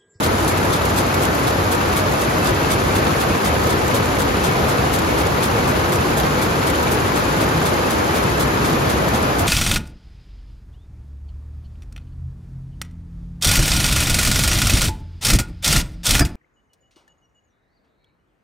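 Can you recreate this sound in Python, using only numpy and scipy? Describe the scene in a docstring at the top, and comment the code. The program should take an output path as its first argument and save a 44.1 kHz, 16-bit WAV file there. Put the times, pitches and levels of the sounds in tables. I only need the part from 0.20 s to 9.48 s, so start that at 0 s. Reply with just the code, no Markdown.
"""Rapier loom in a weaving hall

A rapier loom weaves about four picks a second, heard from an arm's length. Each pick: rapier rattle (noise bursts
into guide modes), weft gripper snap, return swish. Knocks shape the frame's noise, excite the covers and chatter in
the healds; levers and accents are struck resonances; hum, drone, swells and surges are sines. Behind: the hall's roar.
"""
import sys
import numpy as np
from scipy import signal
from scipy.fft import rfft, irfft
from scipy.io import wavfile
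from scipy.ndimage import uniform_filter1d

SR = 44100
rng = np.random.default_rng(int(sys.argv[2]) if len(sys.argv) > 2 else 0)


def master_out(mix):
    """Clip the mix to full scale and print it as 16-bit PCM to the path in sys.argv[1]."""
    frames = np.transpose(np.atleast_2d(mix))
    ceiling = np.clip(frames, -1, 1)
    pcm = np.round(ceiling * 32767).astype(np.int16)
    wavfile.write(sys.argv[1], SR, pcm)


N = 409062
TIME_S = np.arange(N) / SR

# listener's walk along the loom: t/s, rumble/dB, hall/dB, healds/dB (relative), hum/dB (relative),
# rapier return/dB, covers/dB
WALK = [(0, -25.5, -19, -0.5, 4, -38, -37), (1.5, -28, -19, -3.5, 5, -42, -30),
        (3, -23.5, -19, -2, -2, -39, -30), (4.5, -24, -19.5, -4.5, 2, -40, -28.5),
        (6, -24.5, -19.5, -3.5, -4, -40, -27), (7.598, -26.3, -19, -4, -6, -36, -29.5),
        (8.5, -24.5, -19, -4, -2, -40, -35), (9.28, -23.5, -20, -9, 5, -37, -32)]

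# roar of the hall, spectrum: f/Hz, relative level/dB
HALL_SPECTRUM = [(28, -47), (45, -11), (70, -4.5), (175, -4.5), (280, -3.5), (530, -4.5), (600, -7),
                 (1150, -7), (1600, -11), (2200, -16.5), (3200, -21), (5200, -24.5), (6800, -27),
                 (8200, -34), (11000, -28), (13000, -34), (15500, -53)]
# shafts and panels that keep ringing: f/Hz, width/Hz, level/dB re roar
HALL_RINGS = [(325, 24, -19), (497, 22, -22), (795, 50, -24), (1000, 70, -26), (1265, 26, -17.5),
              (1720, 60, -27), (3095, 35, -30), (11690, 100, -38)]

# frame and floor, spectrum: f/Hz, relative level/dB
FRAME_SPECTRUM = [(28, -36), (36, -16), (46, -9), (62, -2), (95, -1.5), (150, -2.5), (200, -6), (300, -9.5),
                  (500, -9.5), (900, -20.5), (2500, -31.5), (8000, -53)]
# main shaft, one pick a turn
FIRST_PICK_S, PICK_S = 0.0262, 0.24746

# boxy sheet-metal covers: f/Hz, width/Hz, relative level/dB
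COVER_MODES = [(352, 25, 0), (444, 53, -3.5), (484, 41, 3), (537, 28, -9), (795, 71, -3.5), (980, 72, -4),
               (1450, 100, -5), (1810, 390, -9), (2290, 640, -10)]

# levers and plates; the range is before a small random detuning
LEVER_RANGE_HZ = (560, 2700)
LEVER_STRIKES = 30  # per lever
LEVERS_DB, LEVER_WIDTH_HZ, LEVER_DB_PER_OCTAVE = -29, 13.7, -4

# healds and return swish, spectrum: f/Hz, relative level/dB
HEALD_SPECTRUM = [(1200, -21), (3200, -1), (6500, 4.5), (8300, 7.5), (10500, 8.5), (12500, -23),
                  (15500, -11)]
# heald motion within a turn: t/s, relative level/dB
SHED_MOTION = [(0, 3), (.045, 10.5), (.068, -26), (.11, 5), (.17, 8.5), (.2, 4), (.22, 10.5), (.25, 5)]

# hum: tones of the drive plus a mains line near 100 Hz: f/Hz, level/dB before the walk
HUM = [(60.7, -43), (80.9, -42), (99.7, -43), (119, -45), (128.5, -43.5), (141.6, -45), (149.6, -46)]
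# motor drone, loud beside the listener: t/s, level/dB before a small trim
DRONE = [(0, -32), (.4, -25), (.85, -27), (1.05, -31), (1.35, -24.5), (1.85, -29), (2.1, -40), (2.4, -27),
         (3.1, -34), (4.5, -41), (7.6, -44), (9.28, -36)]
DRONE_HZ = 94.3

# picks, each of its own strength: start t/s, rapier hiss/dB, guide rattle/dB
PICKS = [(0.0262, 0.5, 3), (0.2734, 1, -3), (0.5211, -3, 1), (0.7683, 1.6, 1), (1.016, 1, -6),
         (1.2635, -2, 0.1), (1.511, 1, -3), (1.7584, 1.7, -3), (2.0059, 0, -3), (2.253, -4, 3),
         (2.5008, 0.5, 2.5), (2.7486, -1, 1), (2.9957, -3, -2), (3.2432, 0, 1), (3.4906, -3, 0.5),
         (3.7381, 0.5, 0), (3.9856, -1.4, -2.5), (4.233, 0, 0.6), (4.4805, -4, -2), (4.7279, 0, -1),
         (4.9754, -3, -4), (5.2229, 0.0, 1.8), (5.4703, -3, -10), (5.7178, -1, -3), (5.9652, 1, -4),
         (6.2127, 0, -3), (6.4602, -1.3, -3), (6.7076, 2, -8), (6.9551, -2, -2), (7.2025, -2, -4),
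         (7.45, -1, 0.2), (7.697, -0.4, -1.5), (7.9449, -0.7, -2), (8.192, 1, 0.7), (8.4398, -4, 1),
         (8.6873, -0.6, -0.5), (8.9348, -4, -2), (9.182, 1.0, -4)]
# sliding parts on the way out: t after start/s, relative level/dB
STROKE_OUT = [(-.001, -20), (.004, 0), (.009, 3), (.016, 1), (.022, 1), (.03, -1), (.04, -1.5), (.05, -9),
              (.07, -24)]
# sliding parts on the way back: t after start/s, relative level/dB
STROKE_BACK = [(.076, -20), (.088, 3), (.098, 7.5), (.108, -4), (.13, -20)]
# guide teeth met by the rapier head: t after start/s, relative level/dB, level slope along the walk/(dB/s)
GUIDE_STRIKES = [(.003, -1, -0.7), (.0078, 1.5, -0.9), (.0115, -3.5, 0.55), (.015, 3.5, -0.32),
                 (.0187, 3.5, -0.4), (0.0246, -4, -.3), (.027, -8, -0.2)]
# steel rapier and guide ring: f/Hz, width/Hz, relative level/dB
GUIDE_MODES = [(1420, 240, -5.5), (2170, 300, -9), (2700, 260, -19.5), (3500, 560, -7.5),
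               (4230, 460, -18.5), (5130, 540, -18), (6450, 500, -14), (9830, 480, -6.5)]
# rapier flight, spectrum: f/Hz, relative level/dB
RAPIER_SPECTRUM = [(1000, -21.5), (2400, 7), (3600, 10.5), (5000, 12.5), (7100, 8.5), (8100, 28.5),
                   (9200, -12), (11000, 10), (13000, 4.5), (15500, -19)]
RAPIER_DB, GUIDE_DB, RETURN_SPREAD_DB = -32.5, 2.5, -0.5
STRIKE_DB, STRIKE_SPREAD_DB, STRIKE_JITTER_S = 22.5, 1, 0.0003  # level ahead of RAPIER_DB
GUIDE_TOP_HZ = 6800  # rattle below, hiss above
RETURN_DRIFT_S_PER_S = -0.0011  # the swish creeps earlier in the turn

# small steel parts, spectrum: f/Hz, relative level/dB
GRIPPER_SPECTRUM = [(1500, -13), (3500, 4.5), (5500, -2), (8000, 9), (10000, -6), (12500, 2.5), (14000, -4),
                    (15500, -18)]
# hard gripper snaps: t/s, level/dB before the snap gain
HARD_SNAPS = [(.053, -24), (.064, -17), (.561, -22), (.805, -22), (1.044, -29), (1.053, -14), (2.288, -25),
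              (2.307, -21), (2.537, -18), (3.276, -26), (4.019, -15), (4.267, -25.5), (5.257, -20),
              (5.503, -29), (6, -13.5)]
SNAP_AFTER_S, SNAP_JITTER_S = 0.024, 0.0005
SNAP_DB, SNAP_SPREAD_DB = -29, -2  # before the snap gain
SNAP_DRIFT_S_PER_S = -0.0006  # the snap creeps earlier in the turn

# brief low swells in the rumble: t/s, f/Hz, peak envelope/dB
SWELLS = [(0.138, 225, -14), (1.676, 96, -17), (2.332, 115, -19), (2.756, 95, -17), (3.473, 460, -17),
          (3.727, 246, -17), (4.022, 290, -23), (4.547, 484, -17.5), (5.350, 486, -18), (5.495, 250, -17),
          (5.75, 330, -19), (6.059, 143, -16), (6.95, 313, -13.5), (8.31, 295, -23), (8.541, 240, -14.5),
          (8.940, 219, -13), (9.214, 100, -16)]
SWELL_RISE_S = 0.0046

# brief pitched accents in the clatter: t/s, f/Hz, impulse level/dB
ACCENTS = [(.182, 3014, -9), (1.035, 3186, -9), (1.612, 1150, 0), (1.730, 2670, -4), (1.775, 2230, -5),
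           (2.497, 2497, -11), (2.733, 2340, -7), (2.869, 861, 5), (2.907, 1110, 0), (3.714, 2153, -1),
           (3.968, 2239, -1), (4.007, 1450, 0), (4.313, 1000, 2), (5.786, 2583, -5), (5.87, 1260, -1),
           (6.548, 3100, -6), (6.92, 1050, 2), (7.329, 1636, -9), (8.512, 1200, 0)]
ACCENT_WIDTH_HZ, ACCENT_BURST_DB = 50, -6  # burst relative to impulse

# loose healds and thread guides: t/s, level/dB before the tick gain
TICKS = [(.183, -29), (.374, -22), (.761, -22), (.942, -20), (1.147, -22), (1.191, -32), (1.729, -26),
         (1.921, -26), (3.469, -22), (3.856, -25), (8.499, -25), (8.884, -23), (9.268, -22)]
# weft selector and chance ticks, levels before the tick gain
SELECTOR_AFTER_S, SELECTOR_DB, SELECTOR_FADE_DB_PER_S = 0.176, -25, 2
STRAY_DB, STRAY_SPREAD_DB = -25, 2.5

# rumble surges: t/s, f/Hz, peak envelope/dB
SURGES = [(2.35, 103.6, -28.5), (3.02, 63, -36), (3.35, 77, -28), (4.923, 326, -25), (5.364, 112, -26),
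          (6.037, 149.4, -25), (6.269, 182.3, -31), (7.1, 152, -30), (7.152, 262.6, -28),
          (7.338, 157.4, -24), (8.2, 64, -26), (8.6, 139.5, -27), (8.824, 64, -26), (8.847, 157, -27),
          (9.172, 271, -29.5)]
SURGE_SIGMA_S = 0.071

# stereo image: f/Hz, coherence/1, phase lead of the right/rad
STEREO_IMAGE = [(100, .97, .04), (200, .86, .15), (330, .66, .35), (520, .34, 1), (850, .06, 1.8),
                (1300, .3, 2.7), (1950, .15, 2.4), (2300, .46, -.3), (3300, .24, -1.1), (4300, .44, -.5),
                (5300, .15, -.8), (5900, .3, 1.5), (7000, .33, 1.1), (7600, .85, 2.85), (8300, .99, 3.13),
                (9000, .99, 3.16), (9500, .92, 3.3), (11200, .64, 4.9), (12800, .98, 6.27)]
# left channel against right: f/Hz, level/dB
LEFT_LEAN = [(70, 1.2), (130, 1.5), (300, .3), (700, .9), (2000, .9), (3300, 2.3), (6500, 2), (8200, 0)]
TOP_HZ, DIP_HZ, DIP_SHARE = 15700, (5450, 5720), 0.45


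def undb(db):
    """Decibels to amplitude gain."""
    return 10 ** (np.asarray(db) / 20)


def level(x, db):
    """Scale to an rms level."""
    return x * undb(db) / np.sqrt(np.mean(x ** 2))


def vary(values, spread):
    """Add normal scatter to each value."""
    return values + spread * rng.standard_normal(len(values))


def wander(rate_hz):
    """Smoothed random steps, spread near 1."""
    hold = int(SR / rate_hz)
    steps = np.repeat(rng.standard_normal(N // hold + 1), hold)
    return uniform_filter1d(steps, hold)[:N]


def impulses(times_s, sizes):
    """One sharp push at each time."""
    index = np.round(np.asarray(times_s) * SR).astype(int)
    inside = (index >= 0) & (index < N)
    return np.bincount(index[inside], np.asarray(sizes)[inside], N)


def contacts(rate_hz, spread_db):
    """Many tiny random impacts of uneven size, rms 1."""
    hit = rng.random(N) < rate_hz / SR
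    size = undb(spread_db * np.clip(rng.standard_normal(N), -2, 2))
    return level(hit * size * rng.choice([-1, 1], N), 0)


def scatter(x, t60_s):
    """Impacts become two independent noises whose energy decays 60 dB in t60_s."""
    keep = np.exp(-2 * np.log(1000) / (t60_s * SR))
    energy = signal.lfilter([1 - keep], [1, -keep], x ** 2 + 1e-18)
    return np.sqrt(energy) * rng.standard_normal((2, N))


def over_hz(points, size=N):
    """Interpolate (f/Hz, value) over log frequency onto transform bins."""
    hz, value = np.transpose(points)
    bins_hz = np.arange(size // 2 + 1) * SR / size
    return np.interp(np.log(bins_hz + 1), np.log(hz), value)


def colour(x, points, size=8192):
    """Minimum-phase filter of unit energy with the given spectrum."""
    cepstrum = irfft(np.log(undb(over_hz(points, size))))
    # fold onto positive time: causal response
    cepstrum[1:size // 2] *= 2
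    cepstrum[size // 2 + 1:] = 0
    response = irfft(np.exp(rfft(cepstrum)))
    response /= np.linalg.norm(response)
    return signal.fftconvolve(x, response[None], axes=1)[:, :N]


def resonate(x, hz, width_hz):
    """Two-pole resonance of about unit energy."""
    b, a = signal.iirpeak(hz, hz / width_hz, fs=SR)
    return signal.lfilter(b, a, x) * np.sqrt(SR / (np.pi * width_hz))


def strokes(starts_s, dbs, shape):
    """Sum one motion envelope per pick, each at its own level."""
    t, db = np.transpose(shape)
    out = np.zeros(N)
    for start_s, size_db in zip(starts_s, dbs):
        out += np.interp(TIME_S - start_s, t, undb(db + size_db), left=0, right=0)
    return out


def snaps(times_s, dbs, gain_db, bounce_s, bounce, t60_s):
    """Small steel parts hit, bounce once and die away as coloured noise."""
    sizes = undb(dbs + gain_db)
    lag_s = bounce_s * (0.5 + rng.random(len(times_s)))
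    blows = impulses(times_s, sizes) + impulses(times_s + lag_s, bounce * sizes)
    return colour(scatter(blows, t60_s), GRIPPER_SPECTRUM)


def hall():
    """Blows of the other looms merge into a roar of rms 1; ringing shafts and panels are added."""
    blows = scatter(contacts(rate_hz=1200, spread_db=1.5), t60_s=0.037)
    reverberation = rng.standard_normal((2, N))
    rings = np.zeros((2, N))
    for hz, width_hz, db in HALL_RINGS:
        rings += undb(db) * resonate(rng.standard_normal((2, N)), hz, width_hz)
    return level(colour(0.74 * blows + reverberation, HALL_SPECTRUM), 0) + rings


def frame(starts_s, count=36):
    """Cams and sley knock the frame at the same angles of each turn over floor rumble; rms 1."""
    turns_s = FIRST_PICK_S + PICK_S * np.arange(-1, len(starts_s))
    angles = (np.arange(count) + rng.random(count)) / count
    times_s = turns_s[:, None] + PICK_S * angles
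    sizes = rng.choice([-1, 1], count) * undb(1.4 * rng.standard_normal(times_s.shape))
    shake = rng.standard_normal((2, N))
    shake[0] += level(impulses(times_s.ravel(), sizes.ravel()), -5.5)  # row 0: shared by both channels
    return level(colour(shake, FRAME_SPECTRUM), 0)


def covers():
    """Uneven drive knocks boom in sheet-metal modes of wandering level; rms 1."""
    knocks = scatter(contacts(rate_hz=110, spread_db=-0.5), t60_s=0.057)
    boom = np.zeros((2, N))
    for hz, width_hz, db in COVER_MODES:
        boom += resonate(knocks, hz, width_hz) * undb(db + 2.7 * wander(8))
    return level(boom, 0)


def levers(count=40):
    """Levers and plates, each of its own pitch, are struck at random moments and ring briefly."""
    pitches_hz = np.geomspace(*LEVER_RANGE_HZ, count) * (1 + 0.0202 * rng.standard_normal(count))
    out = np.zeros((2, N))
    for hz in pitches_hz:
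        times_s = rng.random(LEVER_STRIKES) * N / SR
        strikes = impulses(times_s, vary(np.ones(LEVER_STRIKES), 0.19))
        ring = resonate(strikes, hz, LEVER_WIDTH_HZ)
        gain = undb(LEVER_DB_PER_OCTAVE * np.log2(hz / pitches_hz[0]))
        place = 2 * np.pi * rng.random()
        out += np.outer([np.cos(place), np.sin(place)], ring * gain)
    return level(out, LEVERS_DB)


def healds():
    """Wires jostle while the shed changes and rest while it stands open; rms -35 dB."""
    motion_db = np.interp((TIME_S - FIRST_PICK_S) % PICK_S, *np.transpose(SHED_MOTION))
    chatter = contacts(rate_hz=600, spread_db=2.5) * undb(motion_db + 1.1 * wander(30))
    return level(colour(scatter(chatter, t60_s=0.034), HEALD_SPECTRUM), -35.0)


def hum():
    """Hum sines, the drive's and one of the mains near 100 Hz, waver in level and phase, modelled as slow
    chance."""
    out = np.zeros(N)
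    for hz, db in HUM:
        swell = 1 + 0.18 * wander(2.74)
        phase = 2 * np.pi * (hz * TIME_S + rng.random()) + 0.43 * wander(2.17)
        out += undb(db) * swell * np.sin(phase)
    return out


def drone():
    """The motor's low sine wavers in level and phase with the load, modelled as chance."""
    drone_db = np.interp(TIME_S, *np.transpose(DRONE)) - 0.5 + 1.7 * wander(9)
    return undb(drone_db) * np.sin(2 * np.pi * DRONE_HZ * TIME_S + 0.7 * wander(6))


def rapier(starts_s, back_db):
    """The head rubs along its guide, strikes the same teeth each pick, then slides back more smoothly."""
    pick_s, hiss_db, rattle_db = np.transpose(PICKS)
    blows = np.zeros(N)
    for after_s, db, slope_db_per_s in GUIDE_STRIKES:
        times_s = vary(starts_s + after_s, STRIKE_JITTER_S)
        strike_db = vary(STRIKE_DB + db + slope_db_per_s * starts_s, STRIKE_SPREAD_DB)
        blows += impulses(times_s, undb(strike_db))
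    rub = scatter(contacts(rate_hz=2500, spread_db=-4.0), t60_s=0.008)
    rub *= strokes(starts_s, np.zeros(len(starts_s)), STROKE_OUT)
    out = (rub + scatter(blows, t60_s=0.013)) * undb(RAPIER_DB)

    # strokes favour different modes
    ring = np.zeros((2, N))
    for hz, width_hz, db in GUIDE_MODES:
        ring += resonate(out, hz, width_hz) * undb(db + 0.8 * wander(7.1))
    flight = colour(out, RAPIER_SPECTRUM) + ring * undb(GUIDE_DB)

    lowpass = signal.butter(2, GUIDE_TOP_HZ, fs=SR, output="sos")
    rattle = signal.sosfiltfilt(lowpass, flight)
    hiss = flight - rattle
    rattle_gain = undb(np.interp(TIME_S, pick_s, rattle_db))
    hiss_gain = undb(np.interp(TIME_S, pick_s, hiss_db))
    flight = rattle * rattle_gain + hiss * hiss_gain

    returns_s = starts_s + RETURN_DRIFT_S_PER_S * (starts_s - starts_s.mean())
    slide = contacts(rate_hz=3700, spread_db=-8.0) * strokes(returns_s, back_db, STROKE_BACK)
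    return flight + colour(scatter(slide, t60_s=0.016), HEALD_SPECTRUM)


def gripper(starts_s):
    """The gripper snaps on the weft near one angle of every turn, now and then much harder."""
    times_s = vary(starts_s + SNAP_AFTER_S + SNAP_DRIFT_S_PER_S * starts_s, SNAP_JITTER_S)
    dbs = vary(np.full(len(starts_s), SNAP_DB), SNAP_SPREAD_DB)
    usual = np.transpose([times_s, dbs])
    times_s, dbs = np.vstack([usual, HARD_SNAPS]).T
    return snaps(times_s, dbs, gain_db=12.0, bounce_s=0.002, bounce=0.6, t60_s=0.005)


def swells():
    """Brief low swells in the rumble: short sines that rise and die at once."""
    out = np.zeros(N)
    for s, hz, db in SWELLS:
        age = np.maximum(TIME_S - s, 0) / SWELL_RISE_S
        out += undb(db) * age * np.exp(1 - age) * np.sin(2 * np.pi * hz * (TIME_S - s))
    return out


def accents():
    """Brief pitched accents in the clatter: a short noise burst and a ring."""
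    out = np.zeros((2, N))
    for s, hz, db in ACCENTS:
        sign = np.array([[1], [rng.choice([-1, 1])]])
        out += resonate(impulses([s], [undb(db)]), hz, ACCENT_WIDTH_HZ) * sign
    s, _, db = np.transpose(ACCENTS)
    burst = scatter(impulses(s, undb(db + ACCENT_BURST_DB)), t60_s=0.03)
    return out + resonate(burst, hz=1900, width_hz=2400)


def ticks(starts_s, count=12):
    """The weft selector ticks once a turn and fades with distance; loose parts tick at odd moments."""
    selector_db = SELECTOR_DB - SELECTOR_FADE_DB_PER_S * starts_s
    selector = np.transpose([starts_s + SELECTOR_AFTER_S, selector_db])
    stray_db = vary(np.full(count, STRAY_DB), STRAY_SPREAD_DB)
    stray = np.transpose([rng.random(count) * N / SR, stray_db])
    times_s, dbs = np.vstack([selector, stray, TICKS]).T
    return snaps(times_s, dbs, gain_db=17.5, bounce_s=0.0042, bounce=0.89, t60_s=0.038)


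def surges():
    """The rumble gathers at one pitch for a moment: sines under Gaussian envelopes."""
    out = np.zeros(N)
    for s, hz, db in SURGES:
        envelope = np.exp(-0.5 * ((TIME_S - s) / SURGE_SIGMA_S) ** 2)
        out += undb(db) * envelope * np.sin(2 * np.pi * (hz * TIME_S + rng.random()))
    return out


def stereo_image(field):
    """Set coherence and phase by frequency: opposed near 8.5 kHz, alike at the top."""
    table = np.array(STEREO_IMAGE)
    alike, phase_rad = over_hz(table[:, :2]), over_hz(table[:, ::2])
    mid, side = rfft(field) * np.sqrt([(1 + alike) / 2, (1 - alike) / 2])
    lean = undb(over_hz(LEFT_LEAN) / 2)
    left = (mid + side) * lean
    right = (mid - side) / lean * np.exp(1j * phase_rad)
    return irfft([left, right], N)


def scene():
    """The near loom, driven by one shaft, in front of the hall."""
    starts_s = np.array(PICKS)[:, 0]
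    s, *columns = np.transpose(WALK)
    rumble_db, hall_db, healds_db, hum_db, back_db, covers_db = (np.interp(TIME_S, s, c) for c in columns)
    return_db = vary(np.interp(starts_s, TIME_S, back_db), RETURN_SPREAD_DB)
    clatter = rapier(starts_s, return_db) + gripper(starts_s) + ticks(starts_s) + healds() * undb(healds_db)
    body = frame(starts_s) * undb(rumble_db) + covers() * undb(covers_db) + levers() + accents()
    bass = swells() + surges() + drone() + hum() * undb(hum_db)  # same in both channels
    return stereo_image(clatter + body + hall() * undb(hall_db)) + bass


def record(dry):
    """A narrow partial dip near 5.6 kHz and a steep top cut."""
    dip = signal.sosfilt(signal.butter(1, DIP_HZ, "bandpass", fs=SR, output="sos"), dry)
    top_cut = signal.ellip(10, 0.1, 80, TOP_HZ, fs=SR, output="sos")
    return signal.sosfilt(top_cut, dry - DIP_SHARE * dip)


dry = scene()
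out = record(dry)
master_out(out)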